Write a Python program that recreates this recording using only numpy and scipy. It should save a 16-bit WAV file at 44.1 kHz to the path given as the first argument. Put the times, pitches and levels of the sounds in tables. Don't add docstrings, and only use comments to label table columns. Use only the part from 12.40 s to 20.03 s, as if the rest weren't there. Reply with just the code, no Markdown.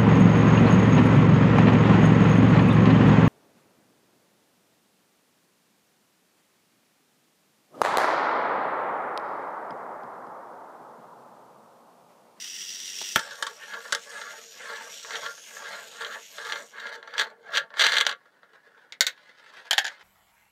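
import sys
import numpy as np
from scipy import signal
from scipy.fft import rfft, irfft, next_fast_len
from scipy.io import wavfile

SR = 44100
rng = np.random.default_rng(int(sys.argv[2]) if len(sys.argv) > 2 else 0)


def master_out(mix):
    frames = np.transpose(np.atleast_2d(mix))
    ceiling = np.clip(frames, -1, 1)
    pcm = np.round(ceiling * 32767).astype(np.int16)
    wavfile.write(sys.argv[1], SR, pcm)


N = 336483
T = np.arange(N) / SR
TOP_HZ, RING = 15600, 8192


def undb(db):
    return 10 ** (np.asarray(db) / 20)


def unit(x):
    return x / np.sqrt(np.mean(x ** 2))


def gate(start, end, fade):
    return np.clip((T - start) / fade, 0, 1) * np.clip((end - T) / fade, 0, 1)


def walk(rate):
    knots = rng.standard_normal(4096)
    return unit(np.interp(T * rate, np.arange(len(knots)), knots))


def gain_at(hz, spectrum):
    f, db = np.transpose(spectrum)
    hz = np.maximum(hz, 1)
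    gain = undb(np.interp(np.log(hz), np.log(f), db))
    return gain * np.minimum(hz / f[0], 1) ** 2 * np.minimum(f[-1] / hz, 1) ** 2


def tint(x, spectrum):
    size = next_fast_len(N)
    return unit(irfft(rfft(x, size) * gain_at(np.fft.rfftfreq(size, 1 / SR), spectrum), size)[:N])


def cut(x, hz, kind, order=2):
    return signal.sosfilt(signal.butter(order, min(hz, .45 * SR), kind, fs=SR, output="sos"), x)


# f/Hz, level/dB
AIR_SPECTRUM = [(24, -85), (40, -56), (138, -11), (364, -12), (454, -9.5), (1200, -17), (1650, -16),
                (2520, -26.5), (15000, -36.5)]


def room_air():
    return undb(-69) * tint(rng.standard_normal(N), AIR_SPECTRUM)


def reverberation(x, wet_db=-8.5, t60=0.11, treble_t60=0.1):
    t = T[:SR // 2]
    noise = rng.standard_normal(len(t))
    tail = cut(noise, 6300, "low") * undb(-60 * t / t60)
    tail += cut(noise, 4900, "high") * undb(-60 * t / treble_t60)
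    tail *= np.clip((t - .003) / 0.0013, 0, 1)
    return x + undb(wet_db) * signal.oaconvolve(x, tail / np.linalg.norm(tail))[:N]


def flutter(x, depth_db=3.2, rate=13, bands=12):
    spectrum, place = rfft(x), np.fft.rfftfreq(N, 1 / SR) / TOP_HZ * bands
    parts = (irfft(spectrum * np.maximum(1 - np.abs(place - k), 0), N) for k in range(bands + 1))
    return unit(sum(part * undb(depth_db * walk(rate)) for part in parts))


# f/Hz, level/dB
ABOVE_SPECTRUM = [(530, -65), (900, -33.5), (1470, -20), (1590, -21.5), (1900, -10), (2420, -19.5),
                  (2660, -8), (3470, -7.5), (4300, -16), (4900, -7), (5300, -10.5), (5750, 1.5),
                  (6300, -13), (7200, -14), (9090, -18), (10100, -26.5), (15400, -26.5), (16000, -40.5)]
BELOW_SPECTRUM = [(1180, -26.5), (2000, -1), (3000, 4.5), (4300, 0.5), (5150, -0.5), (7000, 0.5),
                  (8700, -5), (10300, -14.5), (12300, -9), (14000, -18), (15500, -18), (16000, -54)]
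HUM_SPECTRUM = [(35, -62.5), (60, -43.5), (173, -2), (297, -5), (418, -4.5), (517, -14), (932, -12),
                (1000, -9.5), (1300, -54), (2200, -120)]
# t/s, lower band level/dB, upper band level/dB
WHINE_LEVELS = [(0.8, -3, -25), (1.5, -9, -11), (1.8, -5.5, -2.5), (2.1, -4, -3.5), (2.32, -12, -23),
                (2.53, -1.5, -11), (2.78, -3, -8), (3.0, -13, -1.5), (3.15, -32, -5), (3.4, -20, -8),
                (4.2, -5, -7)]


def train(turn_hz=92, mesh_hz=144, whine_hz=(5660, 6700), spread_hz=190):
    phase = 2 * np.pi * np.cumsum(1 + 0.028 * walk(10)) / SR
    throb = undb(1.8 * np.sin(turn_hz * phase) + 0.71 * np.sin(mesh_hz * phase) + 1.3 * walk(90))
    teeth = rng.standard_normal(N) * throb * undb(0.67 * walk(500))
    whine_phase = 2 * np.pi * np.cumsum(1 + .018 * walk(7)) / SR
    low, high = (unit(cut(teeth, spread_hz, "low") * np.sin(hz * whine_phase)) for hz in whine_hz)
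    times, low_db, high_db = np.transpose(WHINE_LEVELS)
    whine = low * undb(np.interp(T, times, low_db)) + high * undb(np.interp(T, times, high_db))
    above_gain = undb(-38.5 - 0.5 * T) * gate(-1, 0.85, 0.12)
    swell_db = 0.7 * T + 3.5 * np.exp(-((T - 2.67) / 0.28) ** 2)
    fade_db = 88 * np.maximum(T - 4.184, 0)
    below_gain = undb(-53.5 + swell_db - fade_db) * gate(0.53, 4.7, 0.06)
    above = flutter(tint(teeth, ABOVE_SPECTRUM), depth_db=0.95, rate=6.5) + undb(-10) * low
    below = undb(2) * flutter(tint(teeth, BELOW_SPECTRUM)) + undb(1) * whine
    hum = tint(rng.standard_normal(N), HUM_SPECTRUM)
    return above_gain * (above + undb(-26.5) * hum) + below_gain * (below + undb(-30) * hum)


def track_end(at_s=.615, decay_s=0.0029):
    noise = cut(cut(rng.standard_normal(N), 1400, "low", order=4), 221.2, "high")
    return undb(-31.5) * unit(noise) * (T > at_s) * np.exp(-np.abs(T - at_s) / decay_s)


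def rings(hz, t60):
    t = np.arange(RING) / SR
    waves = np.exp(-np.log(1000) * t / t60[:, None]) * np.sin(2 * np.pi * hz[:, None] * t)
    return waves / np.linalg.norm(waves, axis=1, keepdims=True)


def plastic(modes, spectrum, modes_db, dense_t60, tilt_db=0, sustain=1, spot_db=3, count=500):
    hz, width, db = np.transpose(modes)
    share = undb(db + tilt_db * np.log2(hz)) * np.sqrt(width)
    strong = rings(hz, sustain * np.log(1000) / (np.pi * width)) * share[:, None] / np.linalg.norm(share)
    strong = cut(strong, 0.96 * hz.min(), "high", order=8)
    dense_hz = 50 + TOP_HZ * ((np.arange(count) + rng.random(count)) / count) ** 2
    weight = gain_at(dense_hz, spectrum) * dense_hz ** .25
    dense = rings(dense_hz, dense_t60 / (1 + dense_hz / 7000))
    dense = np.float32(dense * weight[:, None] / np.linalg.norm(weight))

    def tap():
        strong_mix, dense_mix = (
            rng.choice([-1, 1], len(bank)) * unit(undb(spot_db * rng.standard_normal(len(bank))))
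            for bank in (strong, dense))
        response = undb(modes_db) * strong_mix @ strong + np.float32(dense_mix) @ dense
        return response / np.linalg.norm(response)
    return tap


def strike(events, tap, crack_db, bass_hz, top_hz, crack_s=0.0095, favour_db=2):
    out, t = np.zeros(N + RING), np.arange(RING) / SR
    for s, db, *favoured in events:
        blow = tap() * (1 + undb(crack_db) * np.exp(-t / crack_s))
        for hz in favoured:
            blow = blow + undb(favour_db) * signal.lfilter(*signal.iirpeak(hz, 10, fs=SR), blow)
        blow = cut(cut(blow, top_hz * undb(0.92 * db), "low", order=1), bass_hz, "high")
        i = int(s * SR)
        out[i:i + RING] += undb(db) * blow / np.linalg.norm(blow)
    return out[:N]


def roll(force, tap, bumps_per_s, scatter_db, spot_s=.045):
    sizes = rng.standard_normal(N) * undb(scatter_db * np.minimum(rng.exponential(size=N), 4))
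    bumps = unit(sizes * (rng.random(N) < bumps_per_s / SR)) * force
    step = int(spot_s * SR)
    fade, out = signal.windows.cosine(2 * step), np.zeros(N + RING)
    for i in range(0, N, step):
        stretch, spot = bumps[i:i + 2 * step], tap()
        if stretch.any():
            out[i:i + len(stretch) + RING - 1] += signal.fftconvolve(stretch * fade[:len(stretch)], spot)
    return out[:N]


# t/s, level/dB
THUDS = [(0.7589, -18), (1.525, -46.5), (6.612, -51)]


def thuds(push_s=0.0017):
    out = 0
    for s, db in THUDS:
        u = (T - s) / push_s - 1.5
        out = out + undb(db) * u * np.exp(-u ** 2)
    return out


# start t/s, end t/s, starting level/dB, slope/(dB/s), treble level/dB
RAMPS = [(5.761, 6.57, -64, 3.5, -1), (6.666, 7.3, -60, 6, 6.5), (7.325, 7.7, -43.5, -54, 6.5)]
# t/s, level/dB
BENDS = [(6.145, 15.5), (6.265, 7.5), (6.418, 10), (7.085, 11), (7.135, 7.5), (7.188, 14), (7.273, 5.5),
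         (7.525, 7), (7.615, 7)]
# f/Hz, bandwidth/Hz, level/dB
RAMP_MODES = [(477, 30, -1.5), (530, 25, -3), (960, 33, -3), (1312, 25, 0.5), (1403, 14, 1), (1470, 25, 3),
              (1660, 24, 7.5), (1782, 22, -1.5), (2060, 40, -2.5), (4560, 130, -16)]
# f/Hz, level/dB
RAMP_SPECTRUM = [(88, -50), (150, -26), (297, -22), (390, -29), (490, 2.5), (700, -1), (880, 3.5),
                 (1200, 0), (1400, 0.5), (1800, 9.5), (2540, -6), (3500, -5.5), (14000, -38.5)]


def ramps(bend_s=0.019):
    bends_db = sum(db * np.exp(-((T - s) / bend_s) ** 2) for s, db in BENDS)
    force, treble = 0, 0
    for start, end, db, db_per_s, treble_db in RAMPS:
        contact = gate(start, end, 0.023)
        force = force + contact * undb(db + db_per_s * np.clip(T - start, 0, end - start) + bends_db)
        treble = treble + gate(start, end + 0.14, 0.021) * undb(treble_db)
    tap = plastic(RAMP_MODES, RAMP_SPECTRUM, modes_db=-1.5, dense_t60=0.12)
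    sound = cut(roll(force, tap, bumps_per_s=1500, scatter_db=4), 190, "high")
    return cut(sound, 1860, "low", order=4) + cut(sound, 2640, "high", order=4) * treble


# t/s, level/dB, favoured f/Hz
UPPER_DROPS = [(6.5232, -11, 2220), (6.6078, 13.5, 4510), (6.6457, -16, 6800), (6.6669, 6, 3740),
               (6.68, -10, 6500)]
LOWER_DROPS = [(7.3095, 9.5, 3130), (7.3305, 5.5, 3800), (7.372, -16, 5500), (7.3802, 11.5, 3300),
               (7.3844, 2, 1740), (7.3872, 4, 6900), (7.4445, -5, 6700), (7.4515, 0.5, 1680),
               (7.466, -4.5, 6850), (7.4795, -6.5, 6700)]
# f/Hz, bandwidth/Hz, level/dB
UPPER_MODES = [(540, 25, 3), (1505, 25, 2.5), (1715, 40, -12), (2157, 41, -3), (3720, 150, 3.5),
               (4630, 170, -1), (5670, 150, -5), (6850, 180, -5), (7700, 80, -14), (11500, 150, -22),
               (14200, 200, -32.5)]
LOWER_MODES = [(793, 88, 8.5), (1730, 13, 15), (2640, 48, -16), (3060, 96, 8), (3550, 97, 6),
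               (4000, 61, -12), (4750, 39, 5), (7000, 210, 4), (6760, 32, -9)]
# f/Hz, level/dB
UPPER_SPECTRUM = [(71, -49.5), (170, -27), (380, -24), (524, -8), (620, -15.5), (1300, -11), (1600, 0.5),
                  (2100, 1.5), (2450, -8.5), (3740, -2), (4500, -3), (5150, -12), (6630, -3.5), (9000, -16),
                  (12500, -24.5), (14300, -14.5), (16000, -30)]
LOWER_SPECTRUM = [(71, -78), (120, -40), (380, -26), (460, -12), (620, -9), (789, -1), (1140, -21),
                  (1720, 7), (1980, -3.5), (2870, -7.5), (3240, -1.5), (5300, -9.5), (6770, -12),
                  (7980, -20), (14200, -24.5), (16000, -42)]


def tube_clacks():
    upper = plastic(UPPER_MODES, UPPER_SPECTRUM, modes_db=-1, dense_t60=0.13, tilt_db=2)
    lower = plastic(LOWER_MODES, LOWER_SPECTRUM, modes_db=-7, dense_t60=0.072)
    return (strike(UPPER_DROPS, upper, crack_db=-8.5, bass_hz=400, top_hz=8300)
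            + strike(LOWER_DROPS, lower, crack_db=-12, bass_hz=557, top_hz=9500))


# t/s, level/dB
LANDING = [(0.759, 12)]
# t/s, level/dB, favoured f/Hz
BOUNCES = [(0.793, -2, 1425), (0.876, -15, 1700), (0.9085, -17, 1780), (1.025, 3, 1630),
           (1.067, -2.5, 1110)]
# f/Hz, nominal bandwidth/Hz, level/dB
CHUTE_MODES = [(534, 25, -9), (904, 21, -2.5), (1133, 29, 1.5), (1400, 44, -3), (1630, 42, -3.5),
               (1770, 48, -2), (1906, 45, -6), (2284, 40, -6), (3100, 33, 1.5), (3590, 54, 0.5),
               (4250, 49, -1)]
# f/Hz, level/dB
LANDING_SPECTRUM = [(29, -47), (50, -39.5), (184, -5.5), (600, -1), (780, -13.5), (884, 10), (1030, -11),
                    (1360, 4), (2000, 1), (2750, -10), (3180, -1.5), (3950, -19), (5950, -8.5), (9870, -22),
                    (14500, -19), (16000, -31)]
CHUTE_SPECTRUM = [(59, -58.5), (100, -22), (335, -23), (535, -20), (752, -18.5), (1030, -17), (1130, -5),
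                  (1650, -2.5), (2420, -21), (3050, -7), (8110, -11.5), (14100, -35.5), (16000, -29.5)]


def chute_bounces():
    landing = plastic(CHUTE_MODES, LANDING_SPECTRUM, modes_db=-2.5, dense_t60=0.11,
                      tilt_db=-5, sustain=0.9)
    chute = plastic(CHUTE_MODES, CHUTE_SPECTRUM, modes_db=-0.5, dense_t60=0.084,
                    tilt_db=-3.5, sustain=1.2, spot_db=1.5)
    return (strike(LANDING, landing, crack_db=22.5, bass_hz=332, top_hz=7150)
            + strike(BOUNCES, chute, crack_db=-18, bass_hz=200, top_hz=10500, favour_db=-1.5))


# t/s, hold/s, level/dB, rise/s, fall/s, mid-hold change/dB
CHUTE_RUNS = [(0.81, 0.12, -43, 0.059, 0.27, -1), (1.0, 0.095, -45, 0.11, 0.1, -10),
              (1.225, 0.014, -43.5, 0.12, 0.15, 9), (1.33, 0.027, -39.5, 0.33, 0.11, 6),
              (1.45, 0.011, -44, 0.085, 0.26, 11)]
LAPS = [(1.723, 0.2, -42, 0.15, 0.2, 2), (2.225, 0.16, -39, 0.15, 0.32, 2),
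        (2.746, 0.11, -31.5, 0.18, 0.13, -7.5), (3.264, 0.071, -35, 0.29, 0.25, -4.5),
        (3.614, 0.13, -34.5, 0.17, 0.1, -8), (3.999, 0.2, -39, 0.12, 0.085, 4.5),
        (4.373, 0.18, -37.5, 0.091, 0.1, 0.5), (4.782, 0.052, -34.5, 0.25, 0.16, 9.5),
        (5.149, 0.03, -28.5, 0.19, 0.11, -0.5)]
SPIN = [(5.398, 0.18, -27, 0.13, 0.11, -2), (5.659, 0.065, -41, 0.14, 0.072, 8)]


def rolling_db(far_db=-70):
    levels = []
    for s, hold, db, rise, fall, mid_db in CHUTE_RUNS + LAPS + SPIN:
        away = np.maximum((s - T) / rise, 0) + np.maximum((T - s - hold) / fall, 0)
        arch = np.sin(np.pi * np.clip((T - s) / hold, 0, 1)) ** 2
        levels.append(db + (far_db - db) * np.minimum(away, 1) + mid_db * arch)
    return np.max(levels, axis=0)


def chatter(count=1300, taps_per_s=210, threshold_db=-29):
    slip, size = rng.standard_normal((count, 2)).T
    times = (np.arange(count) + .3 * slip) / taps_per_s
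    db = np.interp(times, T, rolling_db())
    return np.column_stack([times, db + 21.5 + 2.5 * size])[db > threshold_db]


# f/Hz, nominal bandwidth/Hz, level/dB
FUNNEL_MODES = [(470.7, 42, -1.5), (556.5, 70, -6.5), (895.6, 62, -6), (1143, 32, 1), (1317, 22, -0.5),
                (1395.4, 20, 6.5), (1585, 36, 3.5), (1657, 50, 5.5), (1768, 45, 2), (1870, 83, -6),
                (2085, 110, -1.5), (2960, 65, -5.5), (3164, 150, -4.5), (3400, 80, -6), (3500, 66, -1),
                (3797, 110, -2.5), (4126, 95, -1.5), (4625, 73, -4), (5900, 76, -8), (6600, 170, -18.5)]
# f/Hz, level/dB
BOWL_SPECTRUM = [(120, -41.5), (210, -10), (300, -27.5), (385, -30), (470, -6.5), (690, -5), (900, -15),
                 (1030, -13.5), (1150, -9), (1720, 2.5), (2380, -16), (3200, -11.5), (4400, -7.5),
                 (5150, -19), (6770, -17), (10500, -32), (15000, -27)]


def swirl():
    db = rolling_db()
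    tap = plastic(FUNNEL_MODES, BOWL_SPECTRUM, modes_db=3, dense_t60=0.078, tilt_db=-3.5, spot_db=2.5)
    force = undb(db + 0.24 * walk(45)) * gate(0.26, 5.75, 0.018)
    sound = roll(force, tap, bumps_per_s=1400, scatter_db=1.5)
    specks = roll(force, tap, bumps_per_s=800, scatter_db=1.5)
    pressure_db = np.clip(db + 40, -8, 14)
    rumble_db = -0.55 * np.clip(db + 43, -14, 16)
    rumble = cut(cut(sound, 864, "low", order=4), 120, "high", order=4) * undb(rumble_db)
    body = cut(cut(sound, 870, "high", order=4), 2300, "low", order=4) * undb(-.12 * pressure_db)
    grit = cut(cut(specks, 2400, "high", order=4), 10000, "low", order=1) * undb(.4 * pressure_db - 5)
    return rumble + body + grit


# t/s, level/dB
RIM_DROPS = [(1.5235, 4), (1.5275, 3.5), (1.533, -14), (1.549, 1.5)]
SKIPS = [(1.3366, -8), (1.348, -20), (1.405, -15.5), (1.453, -14), (1.815, -8.5), (2.648, -13),
         (2.707, -8.5), (2.864, -9.5), (2.978, -20.5), (3.1075, -22), (3.1675, -14), (3.26, -17),
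         (3.3475, -17), (3.609, -9), (3.665, -9), (3.738, -29), (3.9828, -8), (4.0735, -15), (4.098, -6),
         (4.158, -6), (4.469, -9), (4.628, -15), (4.675, -13.5), (4.7387, -10), (5.3043, -20.5),
         (5.3403, -15), (5.370, -8.5)]
JOINTS = [(5.8557, -29), (6.031, -24), (6.3781, -27.5)]
# t/s, level/dB
HARD_CLACKS = [(2.755, -4.5), (2.862, -8), (3.62, -10), (3.647, -6.5), (4.1225, -1.5), (4.131, -7.5),
               (4.7805, 1), (4.7903, 0), (4.7951, 5), (4.803, -11), (4.819, -7), (5.138, -8), (5.1515, -5),
               (5.161, 1), (5.1715, 5), (5.1781, 4), (5.3945, 5), (5.398, 5.5), (5.4015, 2), (5.4088, 6.5),
               (5.415, 8.5), (5.4195, 6), (5.4241, 2.5), (5.4382, 7), (5.4435, 5.5), (5.448, 3),
               (5.456, 2.5), (5.461, 2), (5.466, 10.5), (5.5209, 3), (5.538, 0.5), (5.5563, -1.5),
               (5.568, 6.5), (5.572, 3), (5.5835, 7.5), (5.6035, 3), (5.61, 10), (5.6385, -20),
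               (5.651, -6.5), (5.666, 8.5), (5.6934, -0.5), (5.7132, -5.5), (5.7255, -9.5)]
# f/Hz, level/dB
CLACK_SPECTRUM = [(71, -54), (180, -2), (385, -28.5), (473, 4), (656, -14.5), (900, -16.5), (1200, -18),
                  (1580, -1), (2000, 5), (2450, -4), (3240, 8.5), (4450, -3), (5080, -15), (5990, -6),
                  (8500, -13.5), (11000, -27), (14700, -24), (16000, -37.5)]


def funnel_knocks():
    rim = plastic(FUNNEL_MODES, CHUTE_SPECTRUM, modes_db=0, dense_t60=0.061, tilt_db=-3, sustain=1.8)
    bowl = plastic(FUNNEL_MODES, BOWL_SPECTRUM, modes_db=5.5, dense_t60=0.16, tilt_db=-2)
    hard = plastic(FUNNEL_MODES, CLACK_SPECTRUM, modes_db=3, dense_t60=0.088, tilt_db=2, sustain=1.03)
    return (strike(RIM_DROPS, rim, crack_db=-16.5, bass_hz=230, top_hz=11000)
            + strike(SKIPS + JOINTS, bowl, crack_db=-26.5, bass_hz=407, top_hz=12000)
            + strike(HARD_CLACKS, hard, crack_db=2.5, bass_hz=420, top_hz=8700)
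            + strike(chatter(), bowl, crack_db=-7, bass_hz=1500, top_hz=11000))


def scene():
    toys = train() + track_end() + swirl() + ramps()
    toys += chute_bounces() + funnel_knocks() + tube_clacks() + thuds()
    return (reverberation(toys) + room_air())[None]


def record(dry):
    rounded = cut(np.tanh(dry), 110, "high")
    return signal.sosfilt(signal.ellip(8, .2, 70, TOP_HZ, fs=SR, output="sos"), rounded)


dry = scene()
out = record(dry)
master_out(out)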